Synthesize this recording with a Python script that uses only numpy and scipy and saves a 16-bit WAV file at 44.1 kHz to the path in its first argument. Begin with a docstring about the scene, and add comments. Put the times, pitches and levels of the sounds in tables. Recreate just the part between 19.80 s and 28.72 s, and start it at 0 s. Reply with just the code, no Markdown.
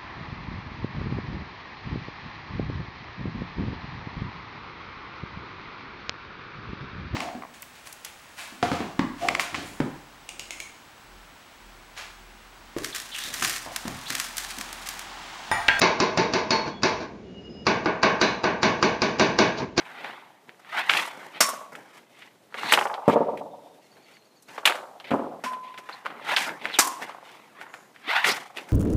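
"""Puck shooting on a tiled outdoor rink at dusk. Blade and wheels scrape from the start, over far traffic.
The stick slaps at 1.1 s; the puck rings the steel goal frame at 1.6 s. A slap at 2.9 s booms on the end
boards at 3.3 s, and a thin chirr follows. The shot at 4.9 s hits the boards, then the frame; the one at
6.6 s rings the frame at 7 s. A brief higher chirr, then a last slap at 8.4 s.
Throughout, the dragged blade squeaks now and then, and hits flutter between the side boards."""
import sys
import numpy as np
from scipy import signal
from scipy.fft import rfft, irfft, next_fast_len
from scipy.io import wavfile
from scipy.ndimage import map_coordinates

SR = 44100
rng = np.random.default_rng(int(sys.argv[2]) if len(sys.argv) > 2 else 0)


def put_to_file(sound):
    """Save the sound as 16-bit audio at rate SR, in the file named by the first command-line argument."""
    columns = np.atleast_2d(sound).T  # one column per channel
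    safe = np.clip(columns, -1, 1)
    whole_steps = np.round(safe * 32767)
    wavfile.write(sys.argv[1], SR, whole_steps.astype(np.int16))


N = 393372

# Stick, puck and wheel contacts; thud, crack and click relative to the knock:
# start_s, level_db, blade_hz, thud_db, crack_db, echo_db, click_db
STICK_CONTACTS = [(0.053, -33, 1960, -12.5, -17, -13.5, -9), (0.2441, -22, 1760, -3, -36, -4.5, -10.5),
                  (0.6933, -40, 1880, -15, -22, -14.5, 18.5), (0.848, -43.5, 1640, -18, -22, -14.5, 13),
                  (1.0918, -17.5, 1990, -34, -30, -24.5, -1.5), (1.0945, -2.5, 1780, -18.5, -33, -11, -5.5),
                  (1.1367, -16, 2170, -18, -26, -15.5, 16), (1.17, -6, 2750, -19, -16.5, -15.5, 1),
                  (1.062, -52.5, 2600, -7, 12.5, -26, -3), (1.258, -45.5, 2607, -13, 16, -24, -1),
                  (1.2756, -31.5, 1814, 5, -6.5, -11, 1), (1.4297, -40, 1210, -6, -22.5, -12, 11.5),
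                  (1.9526, -30.5, 1670, -12.5, -9.5, -20, 10), (2.176, -36.5, 2000, -13, -10, -5, -6.5),
                  (2.42, -30, 2200, -21, -39.5, -4.5, -6), (2.725, -45.5, 1100, -12, -21, -8, 14),
                  (2.743, -28.5, 1750, 5, -26, -20, 13), (2.795, -34.5, 2570, -11, -24, -22, 17),
                  (2.8331, -21, 1080, -19, -26, -22, 9.5), (2.9223, -4.5, 1980, -0.5, -2.5, -2, 7),
                  (2.9365, -4, 3050, -7, -13, -3, 7.5), (3.1412, -26, 3270, 1.5, -28, -25, 9),
                  (3.572, -32, 2020, -13, -12, -25.5, -14), (4.125, -54, 1300, 6, -24, -16.5, -0.5),
                  (4.1688, -48.5, 1760, -12, -19, -14, 12), (4.369, -47.5, 2050, -23, -12, -14, 13.5),
                  (4.4235, -54.5, 2700, -15, -25, -17, 11.5), (4.622, -56, 1304, -8.5, 17, -17.5, -6),
                  (4.7793, -35.5, 1370, 15, -40, -10, 17), (4.8473, -37, 1940, -15.5, -13.5, -22, 7.5),
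                  (4.8536, 1, 2660, -11.5, -15, -10.5, -11), (4.857, -8, 3170, -12, -1.5, -21, 16.5),
                  (4.874, -5, 2100, -5.5, -12, -22, 7.5), (4.895, -21, 3000, 8.5, -7, -13, -9),
                  (4.905, -20, 2470, 2, -21, -6.5, -4), (4.9227, -28, 1470, 0, -15, -12, 20),
                  (4.953, -27, 1210, 6.5, -8, -11, -6), (5.2004, -31.5, 3130, -3, -18, -13, 8),
                  (5.732, -29.5, 1750, -2, -16, -19.5, -11), (5.941, -35, 1970, -0.5, -25, -15, 3),
                  (5.9767, -27.5, 2310, -21, -17, -20, 2), (6.0897, -32.5, 1380, 7.5, -47, -10, 12.5),
                  (6.0952, -35, 1100, -6, -22, -19, 16.5), (6.2509, -31, 1610, 1, -29, -14, -1),
                  (6.259, -20, 1220, -10.5, -23, -15.5, 8), (6.2646, -34, 1220, 2.5, -33, -13.5, 24.5),
                  (6.303, -31.5, 1360, -8, -36, -12, 5), (6.564, -4, 3700, -22, -24.5, -19, 2),
                  (6.5674, -7.5, 1790, -11.5, -30, -20, 6), (6.6927, -25.5, 1700, -13.5, -23.5, -28, 13.5),
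                  (6.855, -21.5, 1840, 0, -17, -12, 16.5), (6.9005, -33.5, 1740, -12, -26, -12, 16.5),
                  (6.922, -35, 2300, -12, -20, -22, 13), (6.9386, -21, 3300, -14, -20, -2, -8),
                  (7.2936, -35.5, 1850, 10.5, -31, -7.5, 0), (7.8132, -31, 1680, -0.5, -10.5, -7, 10),
                  (7.9398, -33, 1710, -1, -11, -32, 14), (7.947, -47, 1500, -8, -22, -24.5, 16),
                  (8.162, -38.5, 1630, -19, -25, -22, 10), (8.441, -10, 1910, -29, -28, -33, -11),
                  (8.4448, -5.5, 1860, -13, -21, -6.5, 5.5), (8.761, -41, 2600, -20, -16, -18, 11),
                  (8.7713, -21, 2700, -23, -12, -14.5, 5), (8.7848, -26, 2360, -2, -17, -22, 13),
                  (8.888, -36, 1800, -21, -4, -10, 7)]
# Pucks on the end boards: start_s, level_db, slap_db, crack_db, base_t60_s, echo_db
PUCKS_ON_BOARDS = [(3.2790, -6, -17, -28.5, 0.053, 1), (3.297, -10.5, -24, -24, 0.029, -19),
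                   (5.306, -26, 10, -12, 0.024, -1.5), (5.315, -14.5, -33, -32, 0.055, -3),
                   (5.335, -15.5, -35, -30, 0.069, -7.5)]
# End panel modes: pitch_hz, level_db
PANEL_MODES = [(170, -11), (228, -5), (267, -1), (306, 0), (420, -7), (576, -4), (724, -8), (1014, -3),
               (1228, -5)]
# Pucks on the goal frame: start_s, level_db, thud_db, crack_db, clack_t60_s, echo_db,
# tube_hz, tube_db, tube_t60_s, neighbours_db, ring_lag_s, ping_db
PUCKS_ON_FRAME = [(1.605, -13, 0, 2.5, 0.15, -7.5, 1124, -13, 0.54, -5, 0.011, -8.5),
                  (5.638, -27, 4.5, -10.5, 0.21, -4.5, 1018, 0.5, 1, -28, 0.023, -22.5),
                  (6.987, -13, 1.5, 5, 0.12, -10.5, 1059, -18.5, 0.63, 2.5, 0.011, -30)]
# High modes of the steel tube: pitch_hz, level_db, t60_s
PING_MODES = [(1994, -14, .3), (2175, -16, .25), (5464, 2, .24), (8710, -3, .22), (9267, -14, .15),
              (12786, -18, .15)]
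# Bright fence echoes of a frame clack: delay_s, level_db
FENCE_ECHOES = [(0.026, -14), (0.056, -13), (.082, -11.5), (.13, -30)]
# Blade and wheel strokes; edge, rumble and hiss relative to the rasp:
# full_at_s, swell_s, hold_s, fade_s, rasp_db, edge_db, rumble_db, hiss_db
SCRAPE_STROKES = [(0.005, 0.025, 0.055, 0.39, -47.5, -8, -14, -23),
                  (0.242, 0.24, 0.011, 0.25, -40, -4, -5, -24),
                  (0.685, 0.019, 0.0061, 0.084, -58, -1, 4.5, -14),
                  (0.8, 0.022, 0.0016, 0.0308, -53.5, -6, -2, -7),
                  (0.98, 0.098, 0.014, 0.15, -30, -3, -14.5, -21.5),
                  (1.103, 0.018, 0.092, 0.11, -29.5, -0.5, -9.5, -10),
                  (1.334, 0.17, 0.12, 0.22, -49, -4.5, -0.5, -13),
                  (1.552, 0.043, 0.01, 0.21, -45.5, 2.5, -3, -19),
                  (1.923, 0.005, 0.021, 0.14, -45.5, -16, 0.5, -14),
                  (2.178, 0.36, 0.013, 0.048, -54.5, -2, -1.5, -11),
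                  (2.393, 0.16, 0.06, 0.1085, -58, 3, -5.5, -10),
                  (2.772, 0.008, 0.12, 0.12, -45.5, 2.5, -4.5, -24.5),
                  (2.834, 0.086, 0.0114, 0.16, -34, -14, -5.5, -13),
                  (2.904, 0.1, 0.042, 0.044, -40.5, 8, -8, -8),
                  (2.918, .02, 0.013, 0.17, -34, -13, 1.5, -3),
                  (3.328, 0.087, 0.011, .02, -50, 11.5, -12, -0.5),
                  (3.589, 0.018, .01, 0.023, -61, 5, -10, 0),
                  (4.02, 0.0086, 0.0098, 0.16, -68, 5.5, -14.5, 1),
                  (4.184, 0.035, 0.0208, 0.057, -63, -16, 8, -15),
                  (4.326, 0.25, 0.0084, 0.067, -61, 4, -2, -5),
                  (4.687, 0.014, 0.066, 0.14, -49, -5, -1, -9),
                  (5.244, 0.0029, 0.051, 0.021, -50.5, 4.5, 1, -21),
                  (5.594, 0.015, 0.045, .02, -58.5, -11, 7, -25),
                  (5.837, 0.016, 0.051, 0.21, -60, 6.5, 3, -9),
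                  (5.984, 0.012, 0.0028, 0.037, -43, -9, -3.5, -8),
                  (6.104, 0.092, 0.046, 0.16, -48, -4.5, -10, -14),
                  (6.251, 0.011, 0.18, 0.1025, -48, -10.5, 1, -51),
                  (6.499, 0.065, 0.034, 0.04, -28, -0.5, -13, -16.5),
                  (6.574, .03, 0.066, 0.071, -34, 2.5, -9, -5),
                  (6.683, 0.04, 0.0057, 0.13, -34, -32, -3, -18),
                  (6.84, 0.062, 0.0048, 0.38, -45, 3.5, 0.5, -17),
                  (6.964, 0.071, 0.0041, 0.025, -44, 4.5, -5, -4),
                  (7.223, 0.021, 0.0031, 0.053, -34.5, -4, -1.5, -11),
                  (7.281, 0.022, 0.0054, 0.16, -43.5, -8, -5, -18),
                  (7.449, 0.045, 0.074, 0.34, -53, -1, -4.5, -11),
                  (7.786, 0.079, 0.038, 0.21, -46.5, -10, -8.5, -28),
                  (7.804, .006, .03, .02, -62.5, -3, -10, -3),
                  (7.934, 0.017, 0.0031, 0.23, -52, -13, -2.5, -10),
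                  (8.149, 0.015, 0.0085, 0.14, -59.5, -1, -27, -5),
                  (8.306, 0.051, 0.068, 0.096, -26, -1, -27, -25),
                  (8.466, 0.028, 0.028, 0.12, -28, 1, -5, -5),
                  (8.768, 0.018, 0.0081, 0.15, -48, 1.5, 7.5, -6),
                  (8.88, 0.027, .04, .1, -46.5, -25, -1, -10)]
# Spectra of the four scrape layers: freq_hz, density_db
RASP_SPECTRUM = [(400, -27), (700, 1), (850, 6), (1500, 4), (2000, 3), (2800, -14), (5000, -51.5)]
EDGE_SPECTRUM = [(1300, -31), (2000, 6.5), (2500, 3), (3600, -1), (4600, -10.5), (7000, -31)]
RUMBLE_SPECTRUM = [(60, -65), (130, -11.5), (300, -10.5), (650, -11), (1000, -16), (1600, -46)]
HISS_SPECTRUM = [(3000, -12.5), (5000, 4.5), (9000, -1.5), (13000, -7), (16000, -13.5)]
# Blade squeaks: full_at_s, swell_s, hold_s, fade_s, level_db, pitch_hz, glide_hz_per_s, width_ratio
BLADE_SQUEAKS = [(0.975, 0.049, .03, 0.054, -33, 2100, -4000, .3),
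                 (2.914, 0.096, 0.0023, 0.0049, -29.5, 4000, 300, .3),
                 (6.129, 0.012, 0.0027, 0.039, -45, 4200, -4000, .3),
                 (6.51, .05, 0.018, .03, -32, 1350, 7000, .2), (6.515, .07, .01, .03, -34, 560, 3500, .2),
                 (6.947, 0.021, 0.0033, 0.046, -28.5, 3530, -30000, .3),
                 (8.322, 0.06, 0.065, 0.03, -30, 780, 11500, .18),
                 (8.515, 0.07, 0.0076, 0.017, -27, 4670, 22000, .45)]
# First side-board echoes, from shooting spot and goal: delay_s, level_db, repeat_ratio
SPOT_ECHOES = [(.051, 4.5, 0.82), (.088, 0.5, 1), (.131, 1, .9)]
GOAL_ECHOES = [(.051, -9.5, 0.15), (.079, -2, 0.99), (.126, -5.5, .7)]
# Rink reverberation: freq_hz, t60_s
RINK_DECAY = [(100, 1), (700, 1.03), (2000, 0.16), (6000, 0.48), (15000, 0.5)]
# Moments when ringing and echoes break off: time_s
CUTOFFS_S = [1.925, 5.6, 7.22, 11]
# Chirr contour: time_s, pitch_hz, level_db
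CHIRR_CONTOUR = [(3.33, 4300, -100), (3.37, 4300, -72), (3.45, 4250, -74), (3.5, 4000, -95),
                 (3.66, 3700, -74), (3.78, 3700, -69), (3.98, 3750, -69), (4.01, 4300, -65),
                 (4.3, 4400, -65), (4.7, 4250, -65), (4.84, 4350, -67), (4.86, 4400, -110),
                 (7.84, 6900, -110), (7.89, 7000, -64), (8.04, 7000, -63), (8.13, 7100, -72),
                 (8.16, 7000, -110)]
# Far traffic and hiss: freq_hz, density_db
AIR_SPECTRUM = [(24, -44), (40, -18), (121, 1), (444, -2), (615, -4), (1550, -14.5), (3830, -18),
                (4240, -19.5), (13800, -26.5), (16000, -32)]

HIT_SAMPLES = 2 ** 16


def stick(t60_s=0.039):
    """Each contact: click, knock in the blade's resonance, thud, crack. Only the sharp head flutters."""
    track = np.zeros(N + HIT_SAMPLES)
    echoes = side_board_response(SPOT_ECHOES)
    for start_s, level_db, blade_hz, thud_db, crack_db, echo_db, click_db in STICK_CONTACTS:
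        head = amp(click_db) * click(blade_hz) + burst(blade_hz, 0.73 * blade_hz, t60_s, top_hz=4400)
        head += amp(thud_db) * burst(800, 1000, 1.3 * t60_s)
        tail = 0.45 * burst(2100, 2800, 2.7 * t60_s, top_hz=4270)
        tail += amp(thud_db - 3.5) * burst(800, 1100, 2.5 * t60_s)
        tail += amp(crack_db) * burst(7400, 8300, 1.5 * t60_s, rise_s=.0015)
        add(track, start_s, amp(level_db - 5.5) * (flutter(head, echoes, echo_db) + tail))
    return track[:N]


def end_boards():
    """The panel booms in damped modes, varied per hit, and rattles on its posts; net and fence rustle."""
    track = np.zeros(N + HIT_SAMPLES)
    echoes = side_board_response(GOAL_ECHOES)
    for start_s, level_db, slap_db, crack_db, t60_s, echo_db in PUCKS_ON_BOARDS:
        boom = sum(amp(db - 0.5 + rng.normal(0, 1.77)) * ring(hz * rng.normal(1, 0.024), 1.04 * t60_s)
                   for hz, db in PANEL_MODES)
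        boom += 0.99 * click(420)
        boom += 1.24 * burst(190, 630, 2.27 * t60_s) + 1.19 * burst(1150, 1050, 2.04 * t60_s)
        boom = filtered(waver(boom), lambda f: lowpass(f, 1130))
        boom += amp(crack_db) * burst(5900, 9000, 2.1 * t60_s)
        boom += amp(slap_db) * burst(1640, 1900, 4.1 * t60_s, rise_s=0.0027, top_hz=3580)
        rustle = amp(-35) * burst(2000, 2100, 1.0, rise_s=0.0065)
        add(track, start_s, amp(level_db - 4.5) * (flutter(boom, echoes, echo_db) + rustle))
    return track[:N]


def goal_frame():
    """The puck clacks on steel; the tube rings and pings, the net rustles. Returns hits, pings."""
    track, pings = np.zeros((2, N + HIT_SAMPLES))
    echoes = side_board_response(GOAL_ECHOES)
    for (start_s, level_db, thud_db, crack_db, t60_s, echo_db,
         tube_hz, tube_db, tube_t60_s, neighbours_db, ring_lag_s, ping_db) in PUCKS_ON_FRAME:
        clack = burst(1500, 1700, t60_s) + amp(thud_db) * burst(630, 560, 0.33 * t60_s)
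        clack += amp(thud_db - 11.5) * burst(240, 170, 0.65 * t60_s) + amp(thud_db - 1.5) * click(560)
        crack = burst(5870, 6700, 0.95 * t60_s, rise_s=0.0013)
        for delay_s, db in FENCE_ECHOES:
            crack += amp(db) * np.roll(burst(7600, 8000, 0.48 * t60_s, rise_s=0.0048), round(delay_s * SR))
        rustle = amp(-18) * burst(2000, 3000, 0.57, rise_s=0.0076)
        hit = flutter(clack, echoes, echo_db) + amp(crack_db) * crack + rustle
        add(track, start_s, amp(level_db) * hit)
        ping = sum(amp(ping_db + db) * ring(hz, decay_s) for hz, db, decay_s in PING_MODES)
        add(pings, start_s, amp(level_db) * ping)
        neighbours = ring(.94 * tube_hz, 0.93 * tube_t60_s)
        neighbours += 1.5 * burst(0.989 * tube_hz, 0.16 * tube_hz, tube_t60_s)
        tube = ring(tube_hz, tube_t60_s) + amp(neighbours_db) * neighbours
        add(track, start_s + ring_lag_s, amp(level_db + tube_db) * tube)
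    return track[:N], pings[:N]


def scrape():
    """Blade and wheels on ribbed tiles: four bands of gritty noise with a fast level jitter."""
    rasp_db, edge_db, rumble_db, hiss_db = np.transpose(SCRAPE_STROKES)[4:]
    gains = swells(SCRAPE_STROKES)

    def level(offset_db):
        return per_sample(np.sqrt(amp(2 * (rasp_db + offset_db)) @ gains ** 2))

    def grit(depth_db, spectrum):
        return coloured(rng.standard_normal(N) * amp(depth_db * rng.standard_normal(N)), spectrum)

    jitter_db = 1.3 * wobble(30) + 1.97 * wobble(120)
    rasp = level(0) * amp(jitter_db) * blade_comb(grit(4.7, RASP_SPECTRUM), gains)
    edge = level(edge_db) * amp(0.49 * jitter_db + 1.5 * wobble(60))
    edge *= blade_comb(grit(4.35, EDGE_SPECTRUM), gains)
    rumble = level(rumble_db) * amp(0.5 * jitter_db + 1.8 * wobble(21)) * grit(6.1, RUMBLE_SPECTRUM)
    hiss = level(hiss_db) * amp(1.2 * jitter_db + 1.1 * wobble(43)) * grit(6.5, HISS_SPECTRUM)
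    return rasp + edge + rumble + hiss


def blade_comb(x, gains, spacing_hz=697, rise_per_s=2.5, depth=.45):
    """Evenly spaced resonances that climb through each stroke as the blade bends."""
    strokes, n = np.array(SCRAPE_STROKES), np.arange(N)
    since_s = np.arange(gains.shape[1]) / 1000 - strokes[:, :1]
    power = amp(2 * strokes[:, 4:5]) * gains ** 2 + 1e-12
    climb_s = per_sample((power * np.clip(since_s, -.15, .15)).sum(0) / power.sum(0))
    lag = SR / (spacing_hz * np.exp(rise_per_s * climb_s + 0.12 * wobble(12)))
    return unit(x + depth * np.interp(n - lag, n, x))


def squeak():
    """The dragged blade sings in a swelling, gliding band."""
    track, t = np.zeros(N), np.arange(N) / SR
    for (full_at_s, *_, db, hz, hz_per_s, width_ratio), gain in zip(BLADE_SQUEAKS, swells(BLADE_SQUEAKS)):
        near = slice(round(full_at_s * SR) - SR // 3, round(full_at_s * SR) + SR // 4)
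        pitch_hz = np.clip(hz + hz_per_s * (t[near] - full_at_s), hz / 3, 2 * hz)
        track[near] += amp(db) * per_sample(gain)[near] * noise_band(pitch_hz, width_ratio * hz)
    return track


def side_board_response(first_echoes, round_trip_s=.1255, round_db=-6.5):
    """Echo spectrum between the side boards. Uneven panels smear each round; its band narrows."""
    first_spread_s, round_spread_s = .003, .008
    f = np.fft.rfftfreq(HIT_SAMPLES, 1 / SR) + 1
    delay = lambda s: np.exp(-2j * np.pi * f * s)
    dull = 1 / (1 + (f / 1350) ** 3.5) + amp(-30.5)  # treble passes over the low boards
    wall = np.abs(resonance(f, 820, 1400)) ** 2 / (1 + (f / 2600) ** 2)
    colour = wall ** 0.3 / (1 + (170 / f) ** 4)
    loop = amp(round_db) * np.abs(resonance(f, 804, 950)) ** 2
    loop = loop * delay(round_trip_s - round_spread_s / 2) * scatter(f, round_spread_s)
    response = 0
    for delay_s, db, repeat_ratio in first_echoes:
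        first = amp(db) * delay(delay_s) * scatter(f, first_spread_s) * dull ** (delay_s / round_trip_s)
        response += first * colour * (1 + repeat_ratio * loop / (1 - loop))
    return response


def flutter(x, response, echo_db):
    """A hit plus its side-board echoes."""
    return x + amp(echo_db) * waver(irfft(rfft(x) * response, HIT_SAMPLES))


def waver(x, depth_s=.00035, rate_hz=70):
    """Wandering delay from shaking panels and moving air."""
    n, step = np.arange(len(x)), SR // rate_hz
    knots = rng.standard_normal(len(x) // step + 2)
    return np.interp(n + depth_s * SR * np.interp(n / step, np.arange(len(knots)), knots), n, x)


def rink_reverb(x, predelay_s=0.0055):
    """Scatter from boards, fence and trees; a new noise tail every half second and at each cutoff."""
    out = np.zeros(N + 2 * SR)
    cuts = np.round(np.array(CUTOFFS_S[:-1]) * SR)
    edges = np.unique(np.r_[np.arange(0, N, SR // 2), cuts, N]).astype(int)
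    for a, b in zip(edges[:-1], edges[1:]):
        hz, t, noise = signal.stft(rng.standard_normal(SR), SR, nperseg=256)
        tail = signal.istft(noise * amp(-60 * t / log_interp(RINK_DECAY, hz)[:, None]), SR, nperseg=256)[1]
        add(out, a / SR + predelay_s, waver(signal.fftconvolve(x[a:b], tail / np.linalg.norm(tail))))
    return out[:N]


def chirr(chirps_from_s=4.005, chirps_to_s=4.76, period_s=.111):
    """A thin noise band with a fainter one above; for a while it breaks into falling chirps."""
    t = np.arange(N) / SR
    time_s, *columns = np.transpose(CHIRR_CONTOUR)
    hz, db = (np.interp(t, time_s, column) for column in columns)
    phase = np.where((t > chirps_from_s) & (t < chirps_to_s), (t - chirps_from_s) / period_s % 1, .4)
    hz *= 1 + 0.012 * wobble(30) + .16 * (.3 - np.minimum(phase, .5))
    fade_db = 10 * phase
    db += 3 * wobble(25) - fade_db
    lower = amp(db) * noise_band(hz, np.where(t > 6, 1100, 300))
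    return lower + amp(db - 5 - fade_db) * noise_band(1.48 * hz, 700)


def far_traffic(level_db=-58):
    """Distant traffic and hiss, drifting in level."""
    drift_db = wobble(1.7) + wobble(22)
    return amp(level_db + drift_db) * coloured(rng.standard_normal(N), AIR_SPECTRUM)


def burst(hz, width_hz, t60_s, rise_s=0.0006, top_hz=20000):
    """Decaying noise puff through a resonance."""
    puff = rng.standard_normal(SR // 3)[:round(1.5 * t60_s * SR) + 512]
    t = np.arange(len(puff)) / SR
    if len(t) < SR // 4:  # short puffs break up
        puff *= amp(3 * np.repeat(rng.standard_normal(SR // 100), 40)[:len(t)] - 1)
    puff *= amp(-60 * t / t60_s) * (1 - np.exp(-t / rise_s))
    out = filtered(puff, lambda f: resonance(f, hz, width_hz) ** 2 * lowpass(f, top_hz))
    return np.pad(out * np.sqrt(SR / (np.pi * width_hz)), (0, HIT_SAMPLES - len(out)))


def click(hz, top_hz=4800):
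    """Hard contact: one pulse through a broad resonance, peak 1."""
    out = filtered(np.eye(1, 512)[0], lambda f: resonance(f, hz, 0.71 * hz) ** 2 * lowpass(f, top_hz))
    return np.pad(out / np.abs(out).max(), (0, HIT_SAMPLES - 512))


def ring(hz, t60_s):
    """One damped mode."""
    t = np.arange(HIT_SAMPLES) / SR
    return np.sin(2 * np.pi * hz * t) * amp(-60 * t / t60_s)


def noise_band(hz, width_hz):
    """Narrow noise along a pitch curve."""
    position = np.cumsum(np.broadcast_to(width_hz, hz.shape)) / SR
    envelope = map_coordinates(rng.standard_normal(int(position[-1]) + 4), [position])
    return envelope * np.sin(2 * np.pi * np.cumsum(hz) / SR) * np.sqrt(2)


def add(track, start_s, x, fade_s=0.0036):
    """Mix x in at start_s; it ends at the next cutoff."""
    length_s = min(s for s in CUTOFFS_S if s > start_s) - start_s
    fade = np.clip((length_s - np.arange(len(x)) / SR) / fade_s, 0, 1)
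    track[round(start_s * SR):][:len(x)] += x * fade


def swells(rows, swing_db=20):
    """Gain per row and millisecond; moves swing_db over each swell_s and fade_s."""
    t = np.arange(N * 1000 // SR + 2) / 1000
    full_at_s, swell_s, hold_s, fade_s = np.array(rows)[:, :4].T[..., None]
    before = np.maximum(full_at_s - t, 0) / swell_s
    after = np.maximum(t - full_at_s - hold_s, 0) / fade_s
    return amp(-swing_db * (before + after))


def wobble(rate_hz):
    """Smooth random curve."""
    knots = rng.standard_normal(int(N * rate_hz / SR) + 4)
    return per_sample(map_coordinates(knots, [np.arange(N * 1000 // SR + 2) * rate_hz / 1000]))


def per_sample(x):
    """Millisecond curve to audio rate."""
    return np.interp(np.arange(N) * 1000 / SR, np.arange(len(x)), x)


def scatter(f, spread_s):
    """All-pass with a random delay per band."""
    bands_hz = np.arange(0, SR, 90)
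    lag_s = spread_s * np.interp(f, bands_hz, rng.random(len(bands_hz)))
    return np.exp(-2j * np.pi * np.cumsum(lag_s) * SR / HIT_SAMPLES)


def resonance(f, hz, width_hz):
    """Causal band-pass, peak gain 1."""
    return 1j * f * width_hz / (hz * hz - f * f + 1j * f * width_hz)


def lowpass(f, top_hz):
    """Causal four-pole roll-off."""
    return (top_hz ** 2 / (top_hz ** 2 - f * f + 1.2j * f * top_hz)) ** 2


def filtered(x, response):
    """x through a complex frequency response."""
    size = next_fast_len(len(x) + 2048)
    return irfft(rfft(x, size) * response(np.fft.rfftfreq(size, 1 / SR)), size)[:len(x)]


def coloured(x, spectrum):
    """x shaped by a spectrum, rms 1."""
    return unit(filtered(x, lambda f: amp(log_interp(spectrum, f))))


def log_interp(points, hz):
    """Read (freq_hz, value) points on a log axis."""
    freq_hz, values = np.transpose(points)
    return np.interp(np.log(hz + 1), np.log(freq_hz + 1), values)


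def unit(x):
    """Scale to rms 1."""
    return x / np.sqrt(np.mean(x ** 2) + 1e-20)


def amp(db):
    """dB to gain."""
    return 10 ** (np.asarray(db) / 20)


def scene():
    """Mono mix at floor level; only the hits feed the reverb."""
    frame_hits, pings = goal_frame()
    hits = stick() + end_boards() + frame_hits
    reverb = amp(-13.5) * rink_reverb(hits)
    return (hits + pings + reverb + scrape() + squeak() + chirr() + far_traffic())[None]


def record(dry):
    """Bass cut, soft clip, coupling high-pass, band limit."""
    bass_hz, clip_level, coupling_hz, top_hz = 100, .8, 60, 15650
    x = filtered(dry[0], lambda f: (1j * f / (bass_hz + 1j * f)) ** 3)
    x = x / (1 + np.abs(x / clip_level) ** 5) ** (1 / 5)
    band_limit = lambda f: np.sin(np.pi / 2 * np.clip((top_hz - f) / 500, 0, 1)) ** 2
    return filtered(x, lambda f: 1j * f / (coupling_hz + 1j * f) * band_limit(f))[None]


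dry = scene()
out = record(dry)
put_to_file(out)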